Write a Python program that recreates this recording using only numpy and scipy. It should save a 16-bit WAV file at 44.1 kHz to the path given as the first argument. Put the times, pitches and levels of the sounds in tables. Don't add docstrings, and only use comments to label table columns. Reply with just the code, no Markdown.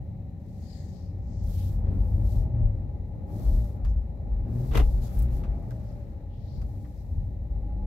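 import sys
import numpy as np
from scipy import signal
from scipy.fft import rfft, irfft
from scipy.io import wavfile
from scipy.ndimage import uniform_filter1d

SR = 44100
rng = np.random.default_rng(int(sys.argv[2]) if len(sys.argv) > 2 else 0)


def digitize_waveform(pressure):
    field = np.atleast_2d(pressure).T
    bounded = np.clip(field, -1, 1)
    quanta = np.round(bounded * 32767).astype(np.int16)
    wavfile.write(sys.argv[1], SR, quanta)


N = 346626
TIME = np.arange(N) / SR
BINS = np.maximum(np.fft.rfftfreq(N, 1 / SR), 1)
OPPOSITE = np.array([[1], [-1]])


def from_db(db):
    return np.exp(np.asarray(db) * (np.log(10) / 20))


def rms_one(x):
    return x / np.sqrt(np.mean(x ** 2) + 1e-20)


def power_sum(levels):
    return np.sqrt(sum(level ** 2 for level in levels))


def in_time(rows):
    s, *columns = np.transpose(rows)
    return [np.interp(TIME, s, column) for column in columns]


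def at_bins(points):
    hz, value = np.transpose(points)
    return np.interp(np.log(BINS), np.log(hz), value)


def pan(left_db):
    half_db = np.atleast_1d(left_db) / 2
    return np.array([from_db(half_db), from_db(-half_db)])


def drift(rate, size=8):
    white = rfft(rng.standard_normal(N // size))
    slow = rms_one(irfft(white / (1 + (BINS[:len(white)] / rate) ** 4)))
    return np.interp(np.arange(N) / size, np.arange(len(slow)), slow)


def flutter(rate):
    return (drift(rate) + 1j * drift(rate)) / np.sqrt(2)


def grains(per_s, spread_db):
    return rms_one(from_db(spread_db * drift(per_s)))


# (f/Hz, correlation)
LIKENESS = [(30, 1), (200, 0.86), (350, 0.61), (700, 0.55), (1300, 0)]


def noise(spectrum, resonances=()):
    level_db = at_bins(spectrum)
    for hz, width, db in resonances:
        level_db = level_db + db / (1 + (2 * (BINS - hz) / width) ** 2)
    low_skirt = np.minimum(1, BINS / spectrum[0][0]) ** 2
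    high_skirt = np.minimum(1, spectrum[-1][0] / BINS) ** 2
    alike = np.clip(at_bins(LIKENESS), -1, 1)
    mid, side = rfft(rng.standard_normal((2, N))) * from_db(level_db) * low_skirt * high_skirt
    return rms_one(irfft(np.sqrt(1 + alike) * mid + np.sqrt(1 - alike) * side * OPPOSITE, N))


def resonate(x, hz, width):
    r = np.exp(-np.pi * width / SR)
    top = np.array([1, 0, -1]) * (1 - r * r) / 2
    bottom = [1, -2 * r * np.cos(2 * np.pi * hz / SR), r * r]
    return signal.lfilter(top, bottom, x + 1e-18)


def resonate_twice(x, hz, width):
    return resonate(resonate(x, hz, width), hz, 2 * width)


def below(x, hz):
    return irfft(rfft(x) / (1 + (BINS / hz) ** 10), N)


def evened(x, seconds):
    power = uniform_filter1d(np.mean(x ** 2, axis=0), max(int(seconds * SR), 2))
    return x / np.sqrt(power + 1e-12)


def burst(start, t60, rise):
    age = np.maximum(TIME - start, 0)
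    return (1 - np.exp(-age / rise)) * from_db(-np.minimum(60 * age / t60, 200))


def arch(start, length, shape, skew=0.74):
    through = np.linspace(0, 1, num=200)
    swell = np.abs(np.sin(np.pi * through ** skew)) ** shape
    return np.interp(TIME, start + length * through, swell)


# (t/s, rumble level/dB, tread roar level/dB)
ROLLING = [(0, -34, -50), (.4, -40.5, -51.5), (1.2, -37.5, -47.5), (1.9, -30, -41.5), (2.55, -29, -42),
           (3.1, -37, -47), (3.45, -36, -40.5), (4.05, -38, -47), (4.55, -35, -42), (5.55, -36.5, -41),
           (6.3, -40.5, -49.5), (6.6, -33.5, -46), (6.95, -42.5, -48.5), (7.18, -32, -49), (7.4, -39, -49),
           (7.86, -39, -44.5)]
# (f/Hz, width f/Hz, lift level/dB)
CABIN = [(189, 61, 3.5), (292.7, 9, 6), (373.5, 47, 4.5), (557, 130, 6), (817, 77, 7.5)]
# (f/Hz, relative level/dB per Hz)
RUMBLE = [(60, -4), (78, 5.5), (105, 0), (130, -5), (170, -19), (220, -32.5)]
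ROAR = [(120, 0), (155, 2), (220, 1.5), (340, -9.5), (770, -16), (880, -19), (1000, -26.5), (1400, -52)]
CRUNCH = [(700, -3.5), (1200, 4.5), (1560, -5.5), (1850, -2), (2500, -8), (3200, -24), (9000, -41)]
CRUNCH_DB, CRUNCH_FOLLOWS = -73.5, 1.41


def tyres():
    rumble_db, roar_db = in_time(ROLLING)
    crunch_db = CRUNCH_DB + CRUNCH_FOLLOWS * (roar_db - roar_db.mean())
    rumble = from_db(rumble_db) * evened(noise(RUMBLE), seconds=0.074)
    roar = from_db(roar_db) * evened(noise(ROAR, CABIN), seconds=0.23) * grains(per_s=8.4, spread_db=0.14)
    crunch = from_db(crunch_db) * pan(left_db=3.5) * noise(CRUNCH) * grains(per_s=25, spread_db=2.0)
    return rumble + roar + crunch


JOLT_ATTACK_S, JOLT_T60_S = 0.0179, 0.3164


def jolt(start, hold):
    attack = np.exp(-.5 * (np.minimum(TIME - start, 0) / JOLT_ATTACK_S) ** 2)
    return attack * from_db(-np.clip(60 * (TIME - start - hold) / JOLT_T60_S, 0, 200))


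# (t/s, front level/dB, rear level/dB, hold t/s)
RUTS = [(1.453, -26, -28.5, 0.026), (1.759, -25, -23, 0.0082), (1.998, -21.5, -21.5, 0.014),
        (2.248, -20.5, -17, 0.0087), (3.469, -18.5, -22, 0.067), (3.583, -21, -23.5, 0.023),
        (4.33, -21, -23, 0.0065), (4.401, -26.5, -20, 0.0077), (4.793, -17, -21, 0.067),
        (4.94, -22, -25, 0.037), (5.497, -24, -44, 0.012), (6.615, -30, -39, 0.027),
        (7.14, -29, -28, 0.042)]
# (t/s, level/dB)
SHAKE = [(0, -46), (.95, -48), (1.3, -34.5), (2.6, -31), (3.2, -39.5), (5.4, -32.5), (5.75, -39.5),
         (6.9, -39.5), (7.86, -28.5)]
AXLE_DELAY_S = 0.3786


def body(boom_hz=55.1, sag_hz=9.0, wander_hz=14.4, steady_s=0.036, side_db=-22):
    shake_db, = in_time(SHAKE)
    levels = [from_db(shake_db)]
    for s, front_db, rear_db, hold in RUTS:
        levels.append(from_db(front_db) * jolt(s, hold))
        levels.append(from_db(rear_db) * jolt(s + AXLE_DELAY_S, hold))
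    strength = power_sum(levels)
    pitch_hz = boom_hz - sag_hz * np.sqrt(strength / strength.max())
    phase = 2 * np.pi * np.cumsum(pitch_hz) / SR
    sway = drift(wander_hz) + 1j * drift(wander_hz)
    sway_power = uniform_filter1d(np.abs(sway) ** 2, max(int(steady_s * SR), 2))
    sway = sway / np.sqrt(sway_power + 1e-9)
    heave = np.sqrt(2) * np.real(sway * np.exp(1j * phase))
    roll = from_db(side_db) * drift(wander_hz) * np.sqrt(2) * np.sin(phase)
    return strength * (heave + roll * OPPOSITE)


# (t/s, firing f/Hz)
ENGINE = [(0, 73.4), (.95, 94), (2.04, 91), (2.42, 118), (2.54, 118), (2.8, 95), (3.12, 86), (3.48, 118),
          (3.62, 113), (4.0, 72), (4.3, 85), (4.65, 132), (5.0, 118), (5.55, 126), (6.04, 105), (6.3, 88),
          (6.55, 97), (6.9, 98), (7.1, 88), (7.3, 95), (7.86, 101)]
# (t/s, level/dB)
LOAD = [(0, -63), (1.0, -38.5), (2.0, -30), (2.6, -29), (3.05, -48), (3.5, -38), (4.0, -43), (4.55, -32),
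        (5.0, -41), (5.25, -36.5), (6.3, -51.5), (7.2, -38.5), (7.86, -46.5)]
# (f/Hz, width f/Hz, level/dB before the load acts)
BOOMS = [(300.5, 13.8, -46.5), (368.5, 18, -54)]
# (start t/s, length t/s, level/dB)
WHINES = [(2.02, .82, -56), (3.18, 0.6, -55.5), (5.36, .88, -57.5)]
# (start t/s, length t/s, level/dB before the throb)
GROWLS = [(1.822, 0.22, -40.5), (3.275, 0.39, -46.5), (4.433, 0.29, -39.5)]
# (f/Hz, relative level/dB per Hz)
GROWL_COLOUR = [(200, 5), (350, -7.5), (430, -12), (520, -17.5)]
ENGINE_INERTIA_S = .12
WHINE_SHAPE = .25


def engine(whine_order=5.45, rough_db=2.5, second_db=-19, third_db=-27, whine_rough=0.2, throb=0.55):
    firing_hz = uniform_filter1d(in_time(ENGINE)[0], int(ENGINE_INERTIA_S * SR))
    load_db, = in_time(LOAD)
    phase = 2 * np.pi * np.cumsum(firing_hz * (1 + 0.0038 * drift(13.6))) / SR
    second, third = np.sin(2 * phase), np.sin(3 * phase)
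    note = np.sin(phase) + from_db(second_db) * second + from_db(third_db) * third
    rough_note = from_db(load_db) * note * grains(per_s=4.3, spread_db=rough_db)

    drive = third * from_db((load_db - load_db.max()) / 2) * np.abs(flutter(11))
    boom = sum(from_db(db) * resonate(resonate(drive, hz, width), hz, width) for hz, width, db in BOOMS)

    singing = sum(from_db(db) * arch(s, length, WHINE_SHAPE) for s, length, db in WHINES)
    whine = singing * np.real((1 + whine_rough * flutter(25)) * np.exp(1j * whine_order * phase))

    throttle = sum(from_db(db) * arch(s, length, 0.79) for s, length, db in GROWLS)
    growl = throttle * (1 + throb * np.sin(phase)) * evened(noise(GROWL_COLOUR), seconds=0.038)
    return np.sqrt(2) * (rough_note + boom + whine) + growl


# (t/s, peak level/dB before its flutter, f/Hz)
HUM = [(0, -67, 760.5), (1.1, -69, 766), (1.5, -69.5, 827.7), (5.0, -63.5, 827.5), (7.47, -70, 816),
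       (7.58, -58.5, 806), (7.86, -56, 845)]


def hum(rough=.75):
    level_db, hz = in_time(HUM)
    phase = 2 * np.pi * np.cumsum(hz) / SR
    return from_db(level_db) * np.real((1 + rough * flutter(16)) * np.exp(1j * phase))


# (t/s, level/dB)
DRONE = [(0, -45.5), (1.9, -45), (6.8, -66), (7.6, -46)]


def drone(centre_hz=166, width_hz=45):
    level_db, = in_time(DRONE)
    air = resonate_twice(rng.standard_normal(N), centre_hz, width_hz)
    return from_db(level_db) * evened(rms_one(air)[None], seconds=0.099)


# (f/Hz, relative level/dB per Hz)
FAN = [(1550, -1.5), (1850, 15.5), (2500, 7.5), (3400, -1.5), (4000, 9), (4500, -5), (7500, -6),
       (9000, -30.5), (16000, -11.5)]


def fan(level_db=-80.0, left_db=12, tone_db=-65, tone_hz=560, tone_width_hz=34):
    tone = resonate_twice(rng.standard_normal(N), tone_hz, tone_width_hz)
    hiss = from_db(level_db) * pan(left_db) * noise(FAN)
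    return hiss + from_db(tone_db) * evened(rms_one(tone)[None], seconds=0.17)


# (start t/s, length t/s, level/dB, sizzle level/dB relative to the patch, sizzle left-minus-right level/dB)
SPRAY = [(0.357, 0.91, -66.5, -6, 2), (1.409, 0.44, -56.5, -1, -8.5), (1.85, 0.7, -69.5, 1.5, 3),
         (2.214, 0.29, -59.5, -1, 1), (3.246, 0.61, -59.5, 0, 1.5), (4.445, 0.81, -59.5, -.5, 1),
         (4.996, .14, -54.5, -3, 1), (5.082, 0.24, -61, 5, 1), (5.287, 0.17, -61.5, 1, 0),
         (5.387, 0.96, -71, -3, 1), (6.29, 1.32, -70.5, -2, 3.5)]
# (t/s, level/dB before the burst's fall)
TICKS = [(4.771, -40.5), (5.188, -43.5), (5.221, -46)]
# (f/Hz, relative level/dB per Hz)
SPRAY_COLOUR = [(1200, -8), (2600, -7), (4000, 1.5), (7500, -1), (9300, -4), (12300, 4), (15800, -3.5)]
ICE_COLOUR = [(3000, -19), (8500, 3), (16000, 7.5)]
SPRAY_SHAPE = 1.7
POWDER_DB = -81.5


def spray(split_hz=8500, hiss_left_db=5.0):
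    flows, sizzles = [from_db(POWDER_DB)], [from_db(POWDER_DB)]
    for s, length, db, top_db, left_db in SPRAY:
        patch = from_db(db) * arch(s, length, SPRAY_SHAPE)
        flows.append(patch)
        sizzles.append(patch * from_db(top_db) * pan(left_db))
    snow = grains(per_s=120, spread_db=1.0) * grains(per_s=37, spread_db=0.53) * noise(SPRAY_COLOUR)
    hiss = below(snow, split_hz)
    sizzle = snow - hiss
    ticks = sum(from_db(db) * burst(s, t60=0.072, rise=0.0003) for s, db in TICKS)
    spread_hiss = power_sum(flows) * pan(hiss_left_db) * hiss
    return spread_hiss + power_sum(sizzles) * sizzle + ticks * noise(ICE_COLOUR)


# (t/s, width t/s, level/dB before panning, centre f/Hz, bandwidth f/Hz)
SWISHES = [(.74, 0.064, -62, 4760, 900), (.78, 0.11, -73, 1900, 300), (0.77, 0.11, -67.5, 6340, 2200),
           (.98, 0.089, -70.5, 4840, 1720), (1.4, 0.098, -70, 5260, 3570), (1.613, 0.055, -67, 3130, 1800),
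           (3.896, 0.017, -72.5, 5400, 2940), (5.9, 0.04, -76, 4870, 1200), (6.35, .04, -76, 3070, 1100),
           (6.45, 0.06, -73.5, 3850, 1590), (6.555, 0.05, -69.5, 4460, 1090), (7.0, .02, -75, 5360, 1100)]


def swishes(left_db=10.0, top_hz=8000):
    strokes, friction = 0, rng.standard_normal((2, N))
    for s, width, db, hz, band_hz in SWISHES:
        rub = rms_one(resonate_twice(friction, hz, band_hz))
        swell = np.exp(-.5 * np.minimum(((TIME - s) / width) ** 2, 10 ** 2))
        strokes = strokes + from_db(db) * swell * rub
    dulled = signal.sosfilt(signal.butter(6, top_hz, fs=SR, output="sos"), strokes)
    return pan(left_db) * dulled * grains(per_s=63, spread_db=1.0)


# (start t/s, length t/s, level/dB)
CRUSTS = [(1.84, 0.15, -72), (4.9, 0.77, -64.5), (5.65, 0.71, -71)]
# (f/Hz, relative level/dB per Hz)
CRUST_COLOUR = [(1300, 1), (3000, -10.5), (4500, -14.5)]


def crust():
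    breaking = sum(from_db(db) * arch(s, length, 0.82) for s, length, db in CRUSTS)
    fractures = grains(per_s=31, spread_db=0.5) * grains(per_s=300, spread_db=2.5)
    return breaking * noise(CRUST_COLOUR) * fractures


# (t/s, level/dB, panel level/dB and treble level/dB relative to
# the lump, rise t/s, t60 t/s, struck spot f/Hz)
LUMPS = [(3.846, -47.5, -13, -0.5, .001, 0.11, 1035), (4.708, -47, 3, -12, 0.0075, 0.3, 1200),
         (4.731, -38.5, -4.5, -1, .008, 0.23, 430), (4.7485, -32, 2.5, -1, 0.0021, 0.17, 704),
         (4.7713, -28.5, -1.5, -1, 0.0012, 0.089, 190), (4.793, -32, 1.5, -2.5, 0.0031, 0.087, 413),
         (5.435, -48.5, -10, -6, 0.0014, 0.14, 1160), (5.706, -51.5, -18, 2.5, 0.00095, 0.09, 1563),
         (6.615, -53.5, -16, 4, .001, 0.07, 1250), (6.843, -59, -21, -3, .003, 0.12, 1820)]
# (f/Hz, relative level/dB per Hz)
LUMP_COLOUR = [(400, -3.5), (1100, 4), (1700, -5), (3200, -13.5), (5600, -13.5), (10400, -26.5),
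               (11800, -11.5), (13500, -35.5)]
# (f/Hz, width f/Hz, relative level/dB)
PANEL = [(122.5, 28, 3.5), (190, 23, -3.5), (288.4, 45.6, -2.5), (396.5, 25, -2), (449, 24, -5),
         (730, 81, -15.5), (2030, 78, -11.5), (2750, 690, -3), (3500, 670, -4.5)]
SPOT_DB, SPOT_WIDTH_HZ = -5.5, 160


def lumps(panel_db=2.0, side_share=0.6, crack_tilt_db=-0.5, treble_hz=4000):
    _, _, weights_db, trebles_db, _, _, spots_hz = np.transpose(LUMPS)
    crumbling = [from_db(db) * burst(s, t60, rise) for s, db, _, _, rise, t60, _ in LUMPS]
    fractures = evened(grains(per_s=700, spread_db=3.8)[None], seconds=0.008)

    grit = noise(LUMP_COLOUR) * fractures
    dull = below(grit, treble_hz)
    sharpness = power_sum(c * from_db(db) for c, db in zip(crumbling, trebles_db))
    crack = power_sum(crumbling) * dull + sharpness * (grit - dull)

    push = power_sum(c * from_db(db) for c, db in zip(crumbling, weights_db))
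    mid, side = rng.standard_normal((2, N))
    force = fractures * (mid + side_share * side * OPPOSITE)
    spots = sum(resonate(c * force, hz, SPOT_WIDTH_HZ) for c, hz in zip(crumbling, spots_hz))
    spots = spots * np.sqrt(SR / (np.pi * SPOT_WIDTH_HZ))
    blows, ring = push * force, 0
    for hz, width, db in PANEL:
        ring = ring + from_db(db) * np.sqrt(SR / (np.pi * width)) * resonate(blows, hz, width)
    muffled = signal.sosfilt(signal.butter(2, 1600, fs=SR, output="sos"), ring)
    return crack * from_db(crack_tilt_db * OPPOSITE) + from_db(SPOT_DB) * spots + from_db(panel_db) * muffled


LEFT_DB = 1.09


def scene():
    cabin = tyres() + body() + engine() + hum() + drone() + fan() + swishes() + crust() + lumps()
    return cabin * from_db(LEFT_DB * OPPOSITE) + spray()


CUTOFF_HZ = 15700


def record(dry):
    thinned = signal.sosfilt(signal.butter(4, 25, "high", fs=SR, output="sos"), dry)
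    eased = thinned * np.minimum(1, np.minimum(TIME, TIME[-1] - TIME) / .004)
    return signal.sosfilt(signal.ellip(10, .2, 80, CUTOFF_HZ, fs=SR, output="sos"), eased)


dry = scene()
out = record(dry)
digitize_waveform(out)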